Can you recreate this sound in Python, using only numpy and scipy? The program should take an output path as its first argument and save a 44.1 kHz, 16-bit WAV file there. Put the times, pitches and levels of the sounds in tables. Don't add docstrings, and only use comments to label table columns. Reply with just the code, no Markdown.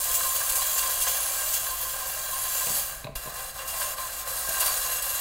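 import sys
import numpy as np
from scipy import signal
from scipy.fft import rfft, irfft
from scipy.io import wavfile

SR = 44100
rng = np.random.default_rng(int(sys.argv[2]) if len(sys.argv) > 2 else 0)


def pcm_store(signal):
    levels = np.round(np.clip(np.atleast_2d(signal), -1, 1) * 32767)
    wavfile.write(sys.argv[1], SR, levels.astype(np.int16).T)


N = 229578
T = np.arange(N) / SR
LET_GO_S, REST_S, LAND_S = 2.767, 3.03, 3.153
FLAT = T > LAND_S

# (time [s], effort [dB], main mode gain [dB])
SWIRL_PATH = [(0, -28.5, 0), (.6, -28.5, 1.5), (1.13, -29, -5.5), (1.33, -29.5, 2.5), (1.55, -29, -9.5),
              (1.67, -33, -1), (2.3, -33.5, -0.5), (2.56, -30, -3.5), (2.8, -27, -5.5)]
# (time [s], effort [dB], main mode gain [dB])
PUSH_PATH = [(3.17, -40, -12), (3.39, -36.5, -2.5), (3.6, -39, -6.5), (3.8, -30.5, -0.5), (4.1, -36.5, -6),
             (4.45, -31.5, -1.5), (4.65, -26, -2), (4.83, -29, -6.5), (5.21, -30, -1)]
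# (time [s], dip [dB])
HAND_STALLS = [(3.325, -4), (3.525, -8), (3.645, -5.5), (3.956, -11), (4.245, -9), (5.008, -5.5)]
# (time at most resonant spot [s], circling rate [Hz], scrape [dB], edge [dB])
HAND_GRIPS = [(.27, 3.39, -40, -38.5), (3.37, 3.18, -38.5, -39.5)]
# (time [s], level [dB], length [s])
RING_FLURRIES = [(.111, -25, 0.01), (.14, -23, .02), (.255, -36, .022), (.3485, -27, 0.011),
                 (.492, -22.5, 0.017), (.52, -26, 0.0094), (.553, -22.5, .016), (.61, -34, 0.0064),
                 (.722, -32, .0063), (.775, -26, 0.033), (.9, -29, 0.012), (1.011, -23, 0.022),
                 (1.075, -26.5, 0.052), (1.225, -32, 0.023), (1.532, -26.5, 0.031), (1.81, -29.5, 0.026),
                 (3.153, -30, 0.013), (3.675, -29.5, 0.03), (3.762, -46, .006), (3.805, -26, 0.0083),
                 (3.875, -42, 0.0061), (4.02, -36, 0.0068), (4.19, -35.5, 0.031), (4.275, -32, .022),
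                 (4.361, -34, 0.06), (4.488, -24.5, 0.01), (4.598, -23, 0.022), (4.658, -23.5, 0.018),
                 (4.736, -27, .006), (4.912, -29, .011), (5.021, -24.5, .0077)]
# (time [s], level [dB], length [s])
MAIL_CATCHES = [(.205, -32.5, 0.0089), (.402, -32, 0.017), (.617, -30.5, 0.0082), (.785, -34.5, 0.0099),
                (.825, -34, .01), (.861, -25, 0.0022), (1.066, -28.5, 0.013), (1.165, -34.5, .012),
                (1.665, -29, 0.0026), (2.605, -34, 0.018), (3.154, -34, 0.0042), (3.39, -40, 0.012),
                (3.58, -40.5, 0.049), (3.81, -33.5, 0.018), (3.98, -32, 0.0046), (4.617, -31.5, 0.018),
                (4.664, -32, 0.013)]
# (frequency [Hz], level [dB])
TICK_SPECTRUM = [(1500, -47.5), (3500, -9.5), (5600, -7.5), (6500, -3.5), (8000, -3), (11000, -2.5),
                 (14500, -4.5), (16000, -1)]
# (frequency [Hz], bandwidth [Hz], level [dB])
BUNCHED_MODES = [(6200, 26, -12), (6560, 50, 1), (7240, 150, 3.5), (7750, 58, -25), (7880, 78, -6),
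                 (8000, 64, 5), (8300, 42, -22), (8850, 400, -1), (9700, 86, -8), (9670, 134, -0.5),
                 (11070, 310, 2), (11500, 105, 0), (12600, 22, -9), (12700, 150, 4.5), (12900, 100, -14),
                 (14200, 90, 5.5), (14200, 56, -13), (14700, 130, 5), (15600, 100, -6), (15600, 66, -12)]
# (frequency [Hz], bandwidth [Hz], level [dB])
FLAT_MODES = [(6540, 27, 2.5), (7150, 60, -2), (7790, 64, -0.5), (8150, 130, -6), (8930, 150, 0),
              (9730, 89, -19), (9800, 26, -6), (10630, 37, 0), (11450, 300, -1), (12850, 53, -4),
              (12960, 94, -1.5), (14200, 52, -1), (14100, 100, -5), (15500, 74, -5)]
# (frequency [Hz], level [dB])
SCRAPE_SPECTRUM = [(150, -46), (340, -24), (440, -13.5), (520, 2.5), (780, 2.5), (900, -13.5), (1150, 1.5),
                   (1400, -2.5), (1750, -2), (2200, -14.5), (4000, -21.5)]
# (frequency [Hz], bandwidth [Hz], level [dB])
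PAN_LOW_MODES = [(528.8, 17.5, -6), (679, 13, -28), (827, 43, -11.5), (1110, 30, -5), (1596, 53, -0.5),
                 (1680, 35, -8), (1950, 56, -9.5)]
# (frequency [Hz], bandwidth [Hz], level [dB])
PAN_MAIN_MODES = [(1047.4, 20.4, 5.5), (1056.5, 11.8, 1)]
# (frequency [Hz], level [dB])
EDGE_SPECTRUM = [(1200, -15.5), (2200, 6.5), (3000, 5.5), (3800, 2.5), (5000, 4), (6000, 5.5), (8000, -28)]
# (frequency [Hz], bandwidth [Hz], level under bunched mail [dB], under flat mail [dB])
PAN_HIGH_MODES = [(2348, 56, -5.5, -4.5), (2779, 49, 0.5, 3.5), (2947, 120, -7.5, -15), (3280, 44, 0.5, -2),
                  (3500, 46, -7, -4), (3590, 4.4, -4.5, -23), (4040, 71, 0, 2), (4280, 31, -6.5, -15),
                  (4593, 70, -1, -2), (4707, 29, 1, 0.5), (5110, 64, -15, -8), (5330, 100, -7.5, -6.5),
                  (6340, 116, -1, -11)]
# (frequency [Hz], level [dB])
RUMBLE_SPECTRUM = [(20, -5.5), (35, -1), (70, -12), (95, -13), (125, -9), (170, -19.5), (330, -23.5),
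                   (1000, -23), (4000, -36), (15000, -78)]
# (time [s], level [dB])
STOVE_THUDS = [(0.11, -40), (0.507, -41), (0.619, -46), (0.721, -42), (1.001, -40), (3.157, -33.5)]
# (time [s], thump [dB], clack [dB], cut-off [Hz])
PAN_KNOCKS = [(2.67, -13, 1, 900), (2.703, -11, -18, 700), (3.044, -15, -15, 4000), (3.051, -7.5, 1, 398),
              (3.069, -15, -1.5, 1260), (3.093, -9.5, -20, 700), (3.259, -19, -5, 498),
              (3.274, -14.5, -4, 1010), (4.488, -17, -4, 720)]
# (frequency [Hz], bandwidth [Hz], level [dB])
GRATE_MODES = [(135, 27, 4.5), (188, 21, 0), (248, 7.3, -0.5), (426, 19, -0.5)]
# (frequency [Hz], bandwidth [Hz], level [dB])
CLACK_MODES = [(508, 16, -10), (605, 45, -4), (654, 11, 6), (740, 35, -20), (788, 43, -1), (860, 51, -14),
               (1010, 88, 0), (2510, 340, -0.5), (3900, 450, 2.5)]


def undb(db):
    return 10 ** (np.asarray(db) / 20)


def unit_rms(x):
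    return x / np.sqrt(np.mean(x ** 2))


def drift(rate_hz):
    return unit_rms(np.interp(T * rate_hz, np.arange(4096), rng.standard_normal(4096)))


def convolve(x, response):
    return signal.fftconvolve(x, response / np.linalg.norm(response))[:N]


def colour(x, spectrum, size=4096):
    hz, db = np.transpose(spectrum)
    bins_hz = np.maximum(np.arange(size // 2 + 1) * SR / size, 1)
    gain = undb(np.interp(np.log(bins_hz), np.log(hz), db))
    cepstrum = irfft(np.log(gain))
    cepstrum[1:size // 2] *= 2
    cepstrum[size // 2 + 1:] = 0
    return convolve(x, irfft(np.exp(rfft(cepstrum))))


def resonate(x, hz, width_hz):
    return signal.lfilter(*signal.iirpeak(hz, hz / width_hz, SR), x)


def ring_modes(hits, modes, drift_db, drift_hz):
    out, power = np.zeros(N), 0
    for hz, width_hz, db in modes:
        coupling = np.sqrt(2) * np.resize(np.cos(2 * np.pi * rng.random(50021)), N)
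        wander = unit_rms(undb(drift_db * drift(drift_hz)))
        out += undb(db) * resonate(hits * coupling * wander, hz, width_hz)
        power += undb(db) ** 2 * np.pi * width_hz / SR
    return out / np.sqrt(power)


def contacts(per_s, spread_db):
    size = undb(spread_db * np.minimum(rng.exponential(size=N), 4))
    occurs = rng.random(N) < per_s / SR
    return unit_rms(occurs * size * rng.choice([-1, 1], N))


def slips(per_s, fade_s, share):
    jumps = (rng.random(N) < per_s / SR) * rng.exponential(size=N)
    power = signal.lfilter([1], [1, -np.exp(-1 / (fade_s * SR))], jumps)
    return np.sqrt(1 - share + share * power / power.mean())


def bursts(events, rise_s, size=8192):
    out, age_s = np.zeros(N + size), T[:size]
    rise = 1 - np.exp(-age_s / rise_s)
    for time_s, db, length_s in events:
        start = int(time_s * SR)
        out[start:start + size] += undb(db) * rise * np.exp(-(age_s / length_s) ** 2 / 2)
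    return out[:N]


def hand(coast_db_per_s=75, stall_s=0.011):
    swirl_s, swirl_db, swirl_main_db = np.transpose(SWIRL_PATH)
    push_s, push_db, push_main_db = np.transpose(PUSH_PATH)
    coast_db = coast_db_per_s * np.maximum(T - LET_GO_S, 0)
    effort_db = np.where(FLAT, np.interp(T, push_s, push_db), np.interp(T, swirl_s, swirl_db) - coast_db)
    main_db = np.where(FLAT, np.interp(T, push_s, push_main_db), np.interp(T, swirl_s, swirl_main_db))
    stall_db = sum(db * np.exp(-((T - time_s) / stall_s) ** 2 / 2) for time_s, db in HAND_STALLS)
    return effort_db + stall_db, main_db


def mail_forces(usual_effort_db=-29.5, settle_db_per_s=190):
    effort_db, main_db = hand()
    moving = undb(-settle_db_per_s * np.maximum(T - REST_S, 0) * ~FLAT)
    spot_s, circle_hz, scrape_db, edge_db = (
        np.where(FLAT, flat, bunched) for bunched, flat in zip(*HAND_GRIPS))
    circle = np.cos(2 * np.pi * circle_hz * (T - spot_s))
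    extra_db = effort_db - usual_effort_db
    loose = moving * undb(effort_db)
    pressed = moving * undb(scrape_db + 0.54 * extra_db + 0.2 * circle)
    hard = moving * undb(edge_db + 0.81 * extra_db)
    return loose, pressed, hard, undb(main_db + 1.8 * circle)


def jingle(force):
    hits = force * contacts(per_s=10000, spread_db=2)
    bunched = ring_modes(hits * ~FLAT, BUNCHED_MODES, drift_db=2.5, drift_hz=12)
    flat = ring_modes(hits * FLAT, FLAT_MODES, drift_db=1.2, drift_hz=12)
    note_modes = [(hz, 60, 0) for hz in rng.uniform(6000, 15700, 32)]
    notes = ring_modes(hits, note_modes, drift_db=4.5, drift_hz=18)
    return undb(-2.5) * (colour(hits, TICK_SPECTRUM) + bunched) + undb(-5) * flat + undb(-10.5) * notes


def scrape(force, catch, main_gain):
    grain = contacts(per_s=5000, spread_db=0.86)
    rub = grain * np.hypot(force, undb(-5) * catch)
    bite = grain * np.hypot(force, undb(2) * catch)
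    low = ring_modes(bite, PAN_LOW_MODES, drift_db=0.7, drift_hz=10)
    main = main_gain * ring_modes(bite, PAN_MAIN_MODES, drift_db=1.2, drift_hz=14)
    return undb(-3.5) * colour(rub, SCRAPE_SPECTRUM) + undb(-5) * low + undb(-1.8) * main


def hard_edge(force):
    hits = force * contacts(per_s=5000, spread_db=3.1)
    modes = [(hz, width_hz, np.where(FLAT, flat_db, bunched_db))
             for hz, width_hz, bunched_db, flat_db in PAN_HIGH_MODES]
    high = ring_modes(hits, modes, drift_db=1.5, drift_hz=9)
    return undb(-9) * colour(hits, EDGE_SPECTRUM) + undb(-1) * high


def room_tail(t60_s=0.6, length_s=0.5):
    age_s = T[:int(length_s * SR)]
    noise = rng.standard_normal(len(age_s))
    low = signal.sosfilt(signal.butter(1, 4000, fs=SR, output="sos"), noise)
    low_tail = low * 1000 ** (-age_s / t60_s)
    high_tail = (noise - low) * 1000 ** (-age_s / (0.28 * t60_s))
    return (age_s > 0.003) * (low_tail + high_tail)


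def room(x, circle_hz=2.51, wet_db=-10):
    angle = np.pi * circle_hz * T
    wet = convolve(x * np.cos(angle), room_tail()) + convolve(x * np.sin(angle), room_tail())
    return x + undb(wet_db) * wet


def background(hum_hz=53.4, hum_db=-54, rumble_db=-51):
    hum = np.sqrt(2) * np.sin(2 * np.pi * hum_hz * T) * undb(hum_db + drift(rate_hz=3))
    return hum + undb(rumble_db) * colour(rng.standard_normal(N), RUMBLE_SPECTRUM)


def stove_thuds(sway_hz=36, fade_s=0.018):
    out = np.zeros(N)
    for time_s, db in STOVE_THUDS:
        age_s = np.maximum(T - time_s, 0)
        out += undb(db + 5.5) * np.sin(2 * np.pi * sway_hz * age_s) * np.exp(-age_s / fade_s)
    return out


def pan_knocks(rattle_s=0.0044, rattle_db=-18):
    thump, clack = np.zeros(N), np.zeros(N)
    for time_s, thump_db, clack_db, cutoff_hz in PAN_KNOCKS:
        blow = signal.unit_impulse(N, int(time_s * SR))
        decay = (T > time_s) * np.exp(-np.abs(T - time_s) / rattle_s)
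        rattle = undb(rattle_db) * decay * rng.standard_normal(N)
        lowpass = signal.butter(2, cutoff_hz, fs=SR, output="sos")
        thump += undb(thump_db) * signal.sosfilt(lowpass, blow)
        clack += undb(clack_db) * signal.sosfilt(lowpass, blow + rattle)
    grate = sum(undb(db) * resonate(thump, hz, width_hz) for hz, width_hz, db in GRATE_MODES)
    iron = sum(undb(db) * resonate(clack, hz, width_hz) for hz, width_hz, db in CLACK_MODES)
    return undb(17.5) * grate + undb(8.5) * iron + undb(-17) * clack


def scene():
    loose, pressed, hard, main_gain = mail_forces()
    flurry = bursts(RING_FLURRIES, rise_s=0.0013)
    catch = bursts(MAIL_CATCHES, rise_s=0.00047)
    tumble = slips(per_s=350, fade_s=0.0064, share=0.26)
    snag = slips(per_s=160, fade_s=0.0068, share=0.4)
    accents = undb(-12) * flurry + undb(-3.5) * catch
    scrubbing = jingle(np.hypot(undb(1) * loose, flurry) * tumble)
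    scrubbing += scrape(pressed * snag, catch, main_gain)
    scrubbing += hard_edge(np.hypot(hard * (snag + tumble) / 2, accents))
    mono = room(scrubbing + pan_knocks()) + stove_thuds() + background()
    return np.array([mono, mono])


def record(dry):
    return signal.sosfilt(signal.ellip(12, 0.1, 80, 15750, fs=SR, output="sos"), dry)


dry = scene()
out = record(dry)
pcm_store(out)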